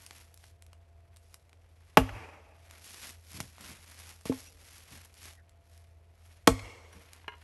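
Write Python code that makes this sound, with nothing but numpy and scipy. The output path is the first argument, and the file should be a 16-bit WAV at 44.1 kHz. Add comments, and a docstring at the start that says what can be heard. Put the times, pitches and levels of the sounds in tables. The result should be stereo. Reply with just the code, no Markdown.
"""Still air with a faint far drone and whine, then boots wading through dry leaves and twigs snapping.
Two heavy axe blows split a log on a wooded hillside; the log rings and thuds on the soil, and trees echo
each crack. In between, the axe nudges the log; at the end the stuck blade is levered in its cut.
Breaks are short noise bursts, wood and steel are decaying modes, leaves are filtered random clicks,
and echoes are decaying noise: dense tails for all blows, extra returns for the swings."""
import sys
import numpy as np
from scipy import signal
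from scipy.fft import rfft, irfft, next_fast_len
from scipy.io import wavfile

SR = 44100
rng = np.random.default_rng(int(sys.argv[2]) if len(sys.argv) > 2 else 0)


def log_audio(samples):
    """Write samples as a 16-bit WAV file to the path given in sys.argv[1]."""
    # one column per channel
    frames = np.atleast_2d(samples).T
    # limit to full scale, then quantise
    limited = np.clip(frames, -1, 1)
    pcm = np.round(limited * 32767).astype(np.int16)
    wavfile.write(sys.argv[1], SR, pcm)


N = 327663
T = np.arange(N) / SR

# distant air: (frequency [Hz], level [dB])
AIR_SPECTRUM = [(20, -57.5), (50, -39.5), (85, -38.5), (130, -50.5), (230, -61.5), (500, -57), (720, -59),
                (1100, -67.5), (2400, -76.5), (4000, -84), (9000, -86), (11500, -92), (14000, -106)]
# far whine coming and going: (time of peak [s], level added to the rest level [dB], rise and fall [s])
WHINE_SWELLS = [(0, -76, .5), (1.0, -72.5, .4), (2.6, -70.5, .5), (5.65, -73.5, .7)]
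WHINE_REST_DB = -83.5
# boot sweeps through leaves: (time of peak [s], relative crunch level [dB],
# crisp over crunch before their gains [dB], rise [s], fall [s])
LEAF_SWEEPS = [(0.02, -64.5, 3.5, 0.17, 0.083), (0.18, -63, 3, 0.074, 0.079), (0.45, -72, 7, 0.073, 0.063),
               (1.28, -83, 9, .1, 0.16), (1.87, -73.5, -2, 0.21, 0.45), (2.75, -63.5, -1.5, 0.14, 0.092),
               (2.88, -62, 8, 0.06, 0.064), (3.06, -55, 4, 0.14, 0.067), (3.371, -60, 5.5, .11, 0.12),
               (3.69, -56, 0.5, .11, 0.083), (4.0, -60.5, 3.5, 0.22, 0.16), (4.109, -62.5, 5, 0.07, 0.05),
               (4.275, -53, 0.5, 0.015, 0.097), (4.4, -63, 7, 0.11, 0.098), (4.78, -62.5, 4, 0.21, 0.066),
               (4.95, -60.5, 2, 0.12, 0.12), (5.257, -58, 3.5, .08, 0.07), (5.73, -76.5, 5.5, .07, 0.13),
               (5.88, -78, -4, .3, .13), (6.3, -71.5, 1, 0.13, .16), (6.98, -65.5, -1.5, 0.09, 0.16),
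               (7.14, -64.5, -4.5, 0.082, 0.13), (7.42, -67, -5, 0.073, .08)]
SWELL_SHAPE = 1.4  # exponent: 1 = pointed, 2 = bell-shaped
REST_CRUNCH_DB, REST_CRISP_DB = -80.5, -86  # leaves under a standing body, before their gains
# leaf crunch colour: (frequency [Hz], level [dB])
CRUNCH_COLOUR = [(100, -2), (220, 0), (450, -4.5), (900, -1), (1500, 0), (2200, 2), (3200, -4), (5000, -11),
                 (14000, -48.5)]
# crisp leaf-top colour: (frequency [Hz], level [dB])
CRISP_COLOUR = [(1000, -25.5), (2500, -1), (4000, -1), (5500, 0.5), (8000, -5), (10000, -3.5), (11400, -3),
                (12600, -22), (16000, -35)]
# breaking twigs and stalks, plus the sharp contact cracks of the axe knocking the log at 3.403, 4.255 and 4.325
# s: (time [s], relative level [dB], brightness [dB/octave])
SHARP_SNAPS = [(0.064, -45.5, 0.5), (0.109, -41, -4), (0.342, -58.5, 4.5), (0.375, -55.5, 1),
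               (0.44, -49.5, -6), (0.623, -52.5, 0), (0.665, -59, -0.5), (0.731, -49.5, -4), (1.162, -56, 0),
               (1.169, -55.5, 1), (1.3425, -45.5, 0), (1.494, -57, -3.5), (1.53, -53, -6), (2.71, -46, -2),
               (3.403, -31, -2), (3.582, -49, -6.5), (3.609, -47.5, 0.5), (4.211, -53, -1.5),
               (4.255, -40, -2), (4.325, -39, -6.5), (5.049, -62, 6.5), (5.141, -57, 1.5), (5.494, -61.5, 2),
               (5.777, -58.5, 1.5), (7.133, -44.5, -1)]
# dry twig colour: (frequency [Hz], level [dB])
TWIG_COLOUR = [(150, -15.5), (900, -2), (2500, 0.5), (6000, -1), (11000, -2.5), (15000, -26.5)]
TWIG_PIVOT_HZ, TWIG_TILT_OCTAVES = 2389, 2.5  # tilt centre; tilt range each way
# scatter from nearby ground: (frequency [Hz], relative level [dB])
GROUND_COLOUR = [(100, -15.5), (400, -3.5), (1000, -6), (2500, -3), (5000, -2.5), (9000, 3), (11500, -2.5),
                 (15000, -8.5)]
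# scatter from the trees: (frequency [Hz], relative level [dB], t60 [s])
TREE_SCATTER = [(100, -34.5, .7), (260, -43, .7), (500, -36, 1.8), (1000, -36, 1.4), (2400, -33, 0.96),
                (4022, -34, 1.4), (8000, -27.5, 1.3), (11500, -38, .8), (14040, -39.5, .6)]
# full swings: (time [s], splitting level [dB], cutting time [s], splintering t60 [s])
SWINGS = [(1.9716, 2.5, 0.0029, 0.019), (6.4729, -0.5, 0.0054, 0.0062)]
# splitting wood: (frequency [Hz], relative level in first swing [dB], in second [dB])
SPLIT_COLOUR = [(100, -17.5, -18.5), (190, -3.5, -1), (330, -3, 5), (520, -2.5, -3.5), (885, 4, -4.5),
                (1401, 0, -2.5), (1920, -5, -4.5), (2830, -3.5, -7.5), (3744, -18, -11), (5630, -18.5, -13),
                (7974, -28, -17.5), (12200, -22.5, -20.5), (13500, -41, -43)]
# log bending modes: (frequency [Hz], t60 [s], level struck near the end [dB], struck further in [dB])
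LOG_MODES = [(101.7, 0.49, -26.5, -26.5), (263, 0.21, -18, -19), (458, 0.091, -15.5, -12),
             (650, 0.051, -14, -13.5), (864, 0.055, -13, -15.5), (1111.4, 0.053, -22.5, -15),
             (1334, 0.091, -28.5, -27), (1690, 0.046, -26, -37)]
# axe modes: (frequency [Hz], t60 [s], level in first swing [dB], in second [dB])
AXE_MODES = [(2130, 1, -60.5, -50), (2210, 0.96, -59.5, -51), (2320, .6, -60.5, -51),
             (2380, .06, -30.5, -28), (2860, 0.11, -34.5, -51.5), (3420, 0.034, -42.5, -21)]
# log pressing into soil: (time [s], peak level [dB], frequency [Hz], swell time [s])
SOIL_THUDS = [(1.973, -16, 170, 0.0052), (1.992, -25, 55, 0.017), (2.098, -39.5, 52, 0.022),
              (2.135, -42.5, 108.2, 0.021), (4.257, -30, 200, 0.0024), (4.297, -32, 135, 0.0052),
              (6.476, -24, 168, 0.0074), (6.493, -25.5, 54.6, 0.016), (6.602, -45, 54.3, 0.027)]
# first trunk's answer: (frequency [Hz], level relative to first swing [dB], to second [dB])
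TRUNK_COLOUR = [(200, -55, -56), (900, -32, -42), (1800, -30.5, -43), (2200, -36, -18.5),
                (2870, -33.5, -47), (3600, -54, -40.5), (11000, -64, -56), (15000, -90, -90)]
TRUNK_LAG_S = .119
# far slope's answer: (frequency [Hz], level relative to first swing [dB], to second [dB])
SLOPE_COLOUR = [(149, -40.5, -41.5), (266, -37.5, -43.5), (473, -36.5, -34.5), (780, -38.5, -51),
                (900, -32.5, -41), (1048, -38, -39.5), (1400, -42.5, -61), (1910, -39.5, -43),
                (2200, -38, -30.5), (2530, -36.5, -50), (2770, -41.5, -40), (3070, -56.5, -49),
                (10800, -67, -79), (15000, -110, -110)]
# boots and axe head on the leaf bed: (time [s], thump level [dB], crush level [dB], swell time [s])
LEAF_TREADS = [(3.34, -47, -61, 0.012), (3.373, -48, -69, 0.011), (3.402, -38, -41, 0.0036),
               (3.427, -53, -74, 0.014), (3.60, -55, -56.5, 0.019), (3.675, -53, -64, 0.023),
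               (4.256, -50, -46.5, 0.0072), (4.909, -54.5, -57.5, 0.02), (6.946, -55, -75, 0.015)]
# soil thump colour: (frequency [Hz], level [dB])
SOIL_COLOUR = [(50, -5), (110, 2.5), (200, 0.5), (300, -7), (450, -16), (900, -26), (4000, -66)]
# light blows on the log: (time [s], level over the log modes [dB], softness cut-off [Hz])
LOG_KNOCKS = [(3.403, -33, 2200), (4.254, -26.5, 1510), (4.2952, -0.5, 351), (4.3192, -23.5, 2200),
              (4.325, -29, 1800)]
# squeaks, and a faint far chirp at 5.39 s: (time of peak [s], frequency at peak [Hz], fall [Hz/s], level [dB],
# half-length [s])
SQUEAK_EVENTS = [(4.48, 2680, 0, -60, 0.014), (4.478, 5800, 3, -58, 0.02), (5.391, 1810, 7599.5, -61, 0.02)]
# blade slipping in its cut: (time [s], relative wood level [dB], relative steel level [dB])
BLADE_SLIPS = [(6.912, -26, -17), (6.929, -17.5, 4), (7.2433, -22, -26.5), (7.2805, 1, -16),
               (7.282, -12, -4), (7.2834, -30, -22), (7.298, -31, -29), (7.321, -15.5, -29.5),
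               (7.331, -20, -30), (7.338, -15.5, -28.5)]
# handle and cut ringing together: (frequency [Hz], t60 [s], relative level [dB])
HANDLE_MODES = [(429, 0.1, -46), (960, 0.21, -44), (1063, 0.11, -45), (1405, 0.16, -50.5),
                (1635, 0.083, -39.5), (2100, 0.11, -44), (2180, 0.087, -59), (2500, 0.046, -54),
                (2885, 0.038, -39), (2720, 0.04, -60), (4050, 0.044, -52)]
# thin steel edge: (frequency [Hz], t60 [s], relative level [dB])
EDGE_MODES = [(5790, 0.11, -64), (10050, 0.036, -53)]
# rubbing fibres: (frequency [Hz], relative level [dB])
RUB_COLOUR = [(200, -5.0), (900, 21.5), (3000, 17.5), (4500, -21), (12000, -32)]
# phase-shifted part of the stereo sides: (frequency [Hz], side over mid [dB])
SIDE_WIDTH = [(40, -25.5), (120, -25), (260, -15), (700, -6.5), (1400, -16), (3000, -16), (5000, -15.5),
              (8000, -18)]
# width of the far echoes: (frequency [Hz], side over mid [dB])
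ECHO_SIDE_WIDTH = [(100, -24), (380, -5.5), (700, -3), (1300, -4.5), (2400, -16.5), (4400, -13.5),
                   (9000, -15.5)]
# microphone balance: (frequency [Hz], left over right [dB])
LEFT_OVER_RIGHT = [(30, .3), (80, 1.24), (250, 1.86), (500, 1.26), (1200, 1.5), (2400, -0.45),
                   (12000, -0.14)]
CUTOFF_HZ = 16000


def from_db(db):
    """Decibels to gain."""
    return 10 ** (np.asarray(db) / 20)


def rms_one(x):
    """Scale to unit power."""
    return x / np.sqrt(np.mean(x ** 2) + 1e-20)


def at_hz(points, hz, axis=1):
    """Read one table column on a log-frequency axis."""
    points = np.array(points)
    return np.interp(np.log(np.maximum(hz, 1)), np.log(points[:, 0]), points[:, axis])


def add(out, time_s, x):
    """Mix a sound in at a given time."""
    start = round(time_s * SR)
    out[start:start + len(x)] += x[:max(N - start, 0)]


def coloured(x, points, axis=1, size=4096):
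    """Causal minimum-phase filter with the given spectrum, built by folding the cepstrum."""
    magnitude = from_db(at_hz(points, np.fft.rfftfreq(size, 1 / SR), axis))
    cepstrum = irfft(np.log(magnitude))
    cepstrum[1:size // 2] *= 2
    cepstrum[size // 2 + 1:] = 0
    impulse = irfft(np.exp(rfft(cepstrum)))
    return signal.oaconvolve(x, impulse)[:len(x)]


def weighted(x, points):
    """Zero-phase spectral weighting."""
    size = next_fast_len(N, True)
    gain = from_db(at_hz(points, np.fft.rfftfreq(size, 1 / SR)))
    return irfft(rfft(x, size) * gain, size)[:N]


def dying(t, t60):
    """Exponential decay by 60 dB per t60, flat before time zero."""
    return np.exp(-np.log(1000) * np.maximum(t, 0) / t60)


def ring(hz, t60, db):
    """One struck mode: a decaying sine, a second long."""
    t = T[:SR]
    return from_db(db) * np.sin(2 * np.pi * hz * t) * dying(t, t60)


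def drift(rate_hz):
    """Random wander of unit power, in straight lines between random knots."""
    knots = rng.standard_normal(int(N / SR * rate_hz) + 2)
    return rms_one(np.interp(T * rate_hz, np.arange(len(knots)), knots))


def swell(time_s, rise_s, fall_s):
    """Gain that peaks at a given time and is 10 dB down one rise before and one fall after."""
    gain = np.zeros(N)
    first = max(int((time_s - 4 * rise_s) * SR), 0)
    near = slice(first, int((time_s + 4 * fall_s) * SR))
    t = T[near] - time_s
    gain[near] = from_db(-10 * np.maximum(-t / rise_s, t / fall_s) ** SWELL_SHAPE)
    return gain


def fracture(hold_s, t60, size=4096, order=192):
    """Burst of tiny breaks: flat-spectrum noise blocks, held for a moment, then dying."""
    pieces = np.exp(2j * np.pi * rng.random((size // order + 1, order // 2 + 1)))
    noise = rms_one(irfft(pieces).ravel()[:size])
    return noise * dying(T[:size] - hold_s, t60)


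def grains(per_s, spread_db):
    """Random clicks of very uneven size and either sign."""
    sizes = from_db(spread_db * np.minimum(rng.exponential(1, N), 4))
    signs = rng.choice([-1, 1], N)
    return rms_one(sizes * signs * (rng.random(N) < per_s / SR))


def distance(hum_hz=82.9, hum_db=-57.0, whine_hz=679.4):
    """Still air as filtered noise; far machinery as a wavering drone and a faint whine."""
    air = coloured(rng.standard_normal(N), AIR_SPECTRUM)
    hum_gain = from_db(hum_db + 1.6 * drift(14))
    hum = hum_gain * np.sin(2 * np.pi * hum_hz * T + .35 * drift(10))
    whine_gain = from_db(WHINE_REST_DB)
    for time_s, db, width_s in WHINE_SWELLS:
        whine_gain = whine_gain + from_db(db) * swell(time_s, width_s, width_s)
    whine = whine_gain * np.sin(2 * np.pi * whine_hz * T + .7 * drift(16))
    return air + hum + whine


def leaves(crunch_db=10.5, crisp_db=6.0, ticks_per_s=110):
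    """Boot sweeps swell and fade: leaves crunch below and crackle on top, in clumps, with stalk ticks."""
    crunch_power, crisp_power = from_db(REST_CRUNCH_DB) ** 2, from_db(REST_CRISP_DB) ** 2
    for time_s, db, top_db, rise_s, fall_s in LEAF_SWEEPS:
        power = (from_db(db) * swell(time_s, rise_s, fall_s)) ** 2
        crunch_power = crunch_power + power
        crisp_power = crisp_power + power * from_db(top_db) ** 2
    clumps = from_db(1.8 * drift(110))
    ticks = from_db(-6) * grains(ticks_per_s, 3.0)
    crunch = coloured(grains(3000, 3.5) + ticks, CRUNCH_COLOUR)
    crisp = coloured(grains(5000, 4.0) + ticks, CRISP_COLOUR)
    low = np.sqrt(crunch_power) * from_db(crunch_db) * crunch
    high = np.sqrt(crisp_power) * from_db(crisp_db) * crisp
    return clumps * (low + high)


def snaps(snap_db=6.5, hold_s=0.00049, t60=0.01):
    """Brittle sticks, and wood struck by the axe, crack in under a millisecond; thin ones sound brighter than
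    thick ones."""
    out = np.zeros(N)
    hz, twig_db = np.transpose(TWIG_COLOUR)
    octaves = np.clip(np.log2(hz / TWIG_PIVOT_HZ), -TWIG_TILT_OCTAVES, TWIG_TILT_OCTAVES)
    for time_s, db, db_per_octave in SHARP_SNAPS:
        colour = np.column_stack([hz, twig_db + db_per_octave * octaves])
        add(out, time_s, from_db(snap_db + db) * coloured(fracture(hold_s, t60), colour))
    return out


def hillside(x, near_db=-35.5, near_t60=0.15, build_s=.03, trees_db=-26.0):
    """Nearby ground scatters from 4 ms on; trunks build up and die away, each band at its own rate."""
    t = T[:SR * 3 // 2]
    ground = from_db(near_db) * dying(t, near_t60) * (t > .004) * rng.standard_normal(len(t))
    ground = coloured(ground, GROUND_COLOUR)
    trees, build = 0, (1 - np.exp(-t / build_s)) * from_db(trees_db)
    edges_hz = 70 * 2 ** np.arange(0, 8.1, 2 / 3)
    for low_hz, high_hz in zip(edges_hz, edges_hz[1:]):
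        hz = np.sqrt(low_hz * high_hz)
        bandpass = signal.butter(2, [low_hz, high_hz], "band", fs=SR, output="sos")
        band = signal.sosfilt(bandpass, rng.standard_normal(len(t)))
        decay = dying(t, at_hz(TREE_SCATTER, hz, axis=2))
        trees = trees + band * build * from_db(at_hz(TREE_SCATTER, hz)) * decay
    return signal.fftconvolve(x, ground)[:N], signal.fftconvolve(x, trees)[:N]


def blurred(x, above_hz=1100.0, wander_rad=2.0, wander_hz=130.0):
    """Countless paths through branches scramble the phase of an echo's treble, so it does not ring."""
    high = weighted(x, [(above_hz / 2, -60), (above_hz, 0)])
    turning = np.exp(1j * wander_rad * drift(wander_hz))
    analytic = signal.hilbert(high, next_fast_len(N))[:N]
    return x - high + np.real(analytic * turning)


def chops(ring_lag_s=.0022):
    """The blade splits fibres for a few milliseconds; its push sets log and axe modes ringing."""
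    out = np.zeros(N)
    for k, (time_s, db, hold_s, t60) in enumerate(SWINGS):
        split = coloured(fracture(hold_s, t60), SPLIT_COLOUR, axis=k + 1)
        add(out, time_s, from_db(db) * split)
        for j, (hz, mode_t60, *levels_db) in enumerate([*LOG_MODES, *AXE_MODES]):
            polarity = (-1) ** j
            add(out, time_s + ring_lag_s, polarity * ring(hz, mode_t60, levels_db[k]))
    return out


def thuds():
    """Soft soil swells and gives way within a few cycles of a low sine."""
    out, t = np.zeros(N), T[:SR // 2]
    for time_s, db, hz, swell_s in SOIL_THUDS:
        envelope = (t / swell_s * np.exp(1 - t / swell_s)) ** 2
        add(out, time_s, from_db(db) * envelope * np.sin(2 * np.pi * hz * t))
    return out


def trunk_echo(hold_s=0.0042, t60=0.027):
    """One big trunk throws each crack back as a short slap, just ahead of the slope."""
    out = np.zeros(N)
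    for k, (time_s, db, *_) in enumerate(SWINGS):
        slap = coloured(fracture(hold_s, t60), TRUNK_COLOUR, axis=k + 1)
        add(out, time_s + TRUNK_LAG_S, from_db(db) * slap)
    return out


def slope_echo(lag_s=0.15, build_s=0.013, t60=1.0):
    """The far slope answers each swing after a moment, in uneven lumps from trunk after trunk."""
    out, t = np.zeros(N), T[:SR * 3 // 2]
    for k, (time_s, db, *_) in enumerate(SWINGS):
        smear = rng.standard_normal(len(t)) * (1 - np.exp(-t / build_s)) * dying(t, t60)
        add(out, time_s + lag_s, from_db(db) * coloured(smear, SLOPE_COLOUR, axis=k + 1))
    return out * from_db(2.2 * drift(90))


def treads():
    """Weight sinks into the leaf bed: a dull, uneven thump under a burst of crushed leaves."""
    out, t = np.zeros(N), T[:SR // 4]
    for time_s, thump_db, crush_db, swell_s in LEAF_TREADS:
        thump = rms_one(coloured(fracture(1, 1, size=len(t)), SOIL_COLOUR))  # held throughout
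        crisp = coloured(rng.standard_normal(len(t)), CRISP_COLOUR)
        crunch = coloured(rng.standard_normal(len(t)), CRUNCH_COLOUR)
        crush = rms_one(crisp + crunch)
        envelope = t / swell_s * np.exp(1 - t / swell_s)
        add(out, time_s, envelope * (from_db(thump_db) * thump + from_db(crush_db) * crush))
    return out


def knocks(lowest_mode_db=-14, t60_factor=0.64):
    """Blunt contacts wake only the lower modes of the log, and hardly move its whole length."""
    out, log = np.zeros(N), 0
    for j, (hz, t60, _, db) in enumerate(LOG_MODES):
        log = log + (-1) ** j * ring(hz, t60 * t60_factor, db + lowest_mode_db * (j == 0))
    for time_s, db, cutoff_hz in LOG_KNOCKS:
        lowpass = signal.butter(4, cutoff_hz, fs=SR, output="sos")
        add(out, time_s, from_db(db) * signal.sosfilt(lowpass, log))
    return out


def squeaks():
    """Brief, unsteady squeaks as the axe is shifted and the stance is set, and one faint far chirp: phase-
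    jittered sines."""
    out, t = np.zeros(N), T[:SR // 5] - .1
    for time_s, hz, fall_hz_per_s, db, width_s in SQUEAK_EVENTS:
        scratch_rad = 1.2 * drift(300)[:len(t)]
        phase = 2 * np.pi * (hz - fall_hz_per_s * t / 2) * t + scratch_rad
        add(out, time_s + t[0], from_db(db) * np.exp(-(t / width_s) ** 2) * np.sin(phase))
    return out


def levering(rub_db=-44):
    """Each slip of the blade jolts the handle and pings the edge, with a little rubbing of fibres."""
    out = np.zeros(N)
    for time_s, wood_db, steel_db in BLADE_SLIPS:
        for modes, db in ((HANDLE_MODES, wood_db), (EDGE_MODES, steel_db)):
            for hz, t60, mode_db in modes:
                add(out, time_s, ring(hz, t60, db + mode_db + rng.normal(0, 1)))
        rub = coloured(fracture(0.00081, 0.026), RUB_COLOUR)
        add(out, time_s, from_db(wood_db + rub_db) * rub)
    return out


def scene(diffuse_db=-28.5):
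    """Work nearly straight ahead, slightly out of phase between the sides; echoes scattered wide."""
    blows = chops() + knocks() + levering() + snaps()
    near, far = hillside(blows)
    far = blurred(far) + slope_echo() + trunk_echo()
    mid = blows + near + far + thuds() + treads() + leaves() + squeaks() + distance()
    quadrature = np.imag(signal.hilbert(mid, next_fast_len(N)))[:N]
    out_of_step = weighted(quadrature, SIDE_WIDTH)
    scatter = fracture(.02, .08) * (T[:4096] > .005)
    scatter = scatter / np.linalg.norm(scatter)
    around = from_db(diffuse_db) * mid + weighted(far, ECHO_SIDE_WIDTH)
    side = out_of_step + signal.oaconvolve(around, scatter)[:N]
    return np.array([mid + side, mid - side])


def record(dry, port_hz=11005.0, port_q=7.6, port_gain=2.06, turn_hz=10120.0, turn_q=6.6, low_cut_hz=36.0):
    """Ports resonate in the treble, the right one lagging a full turn; rumble is cut, peaks rounded."""
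    dry = signal.sosfilt(signal.butter(5, low_cut_hz, "high", fs=SR, output="sos"), dry)
    resonance = signal.lfilter(*signal.iirpeak(port_hz, port_q, fs=SR), dry)
    left, right = dry + port_gain * resonance
    # input minus twice its peak band = all-pass
    right = right - 2 * signal.lfilter(*signal.iirpeak(turn_hz, turn_q, fs=SR), right)
    left = weighted(left, [(hz, db / 2) for hz, db in LEFT_OVER_RIGHT])
    right = weighted(right, [(hz, -db / 2) for hz, db in LEFT_OVER_RIGHT])
    rounded = np.tanh(np.array([left, right]))
    return signal.sosfilt(signal.ellip(10, .1, 80, CUTOFF_HZ, fs=SR, output="sos"), rounded)


dry = scene()
out = record(dry)
log_audio(out)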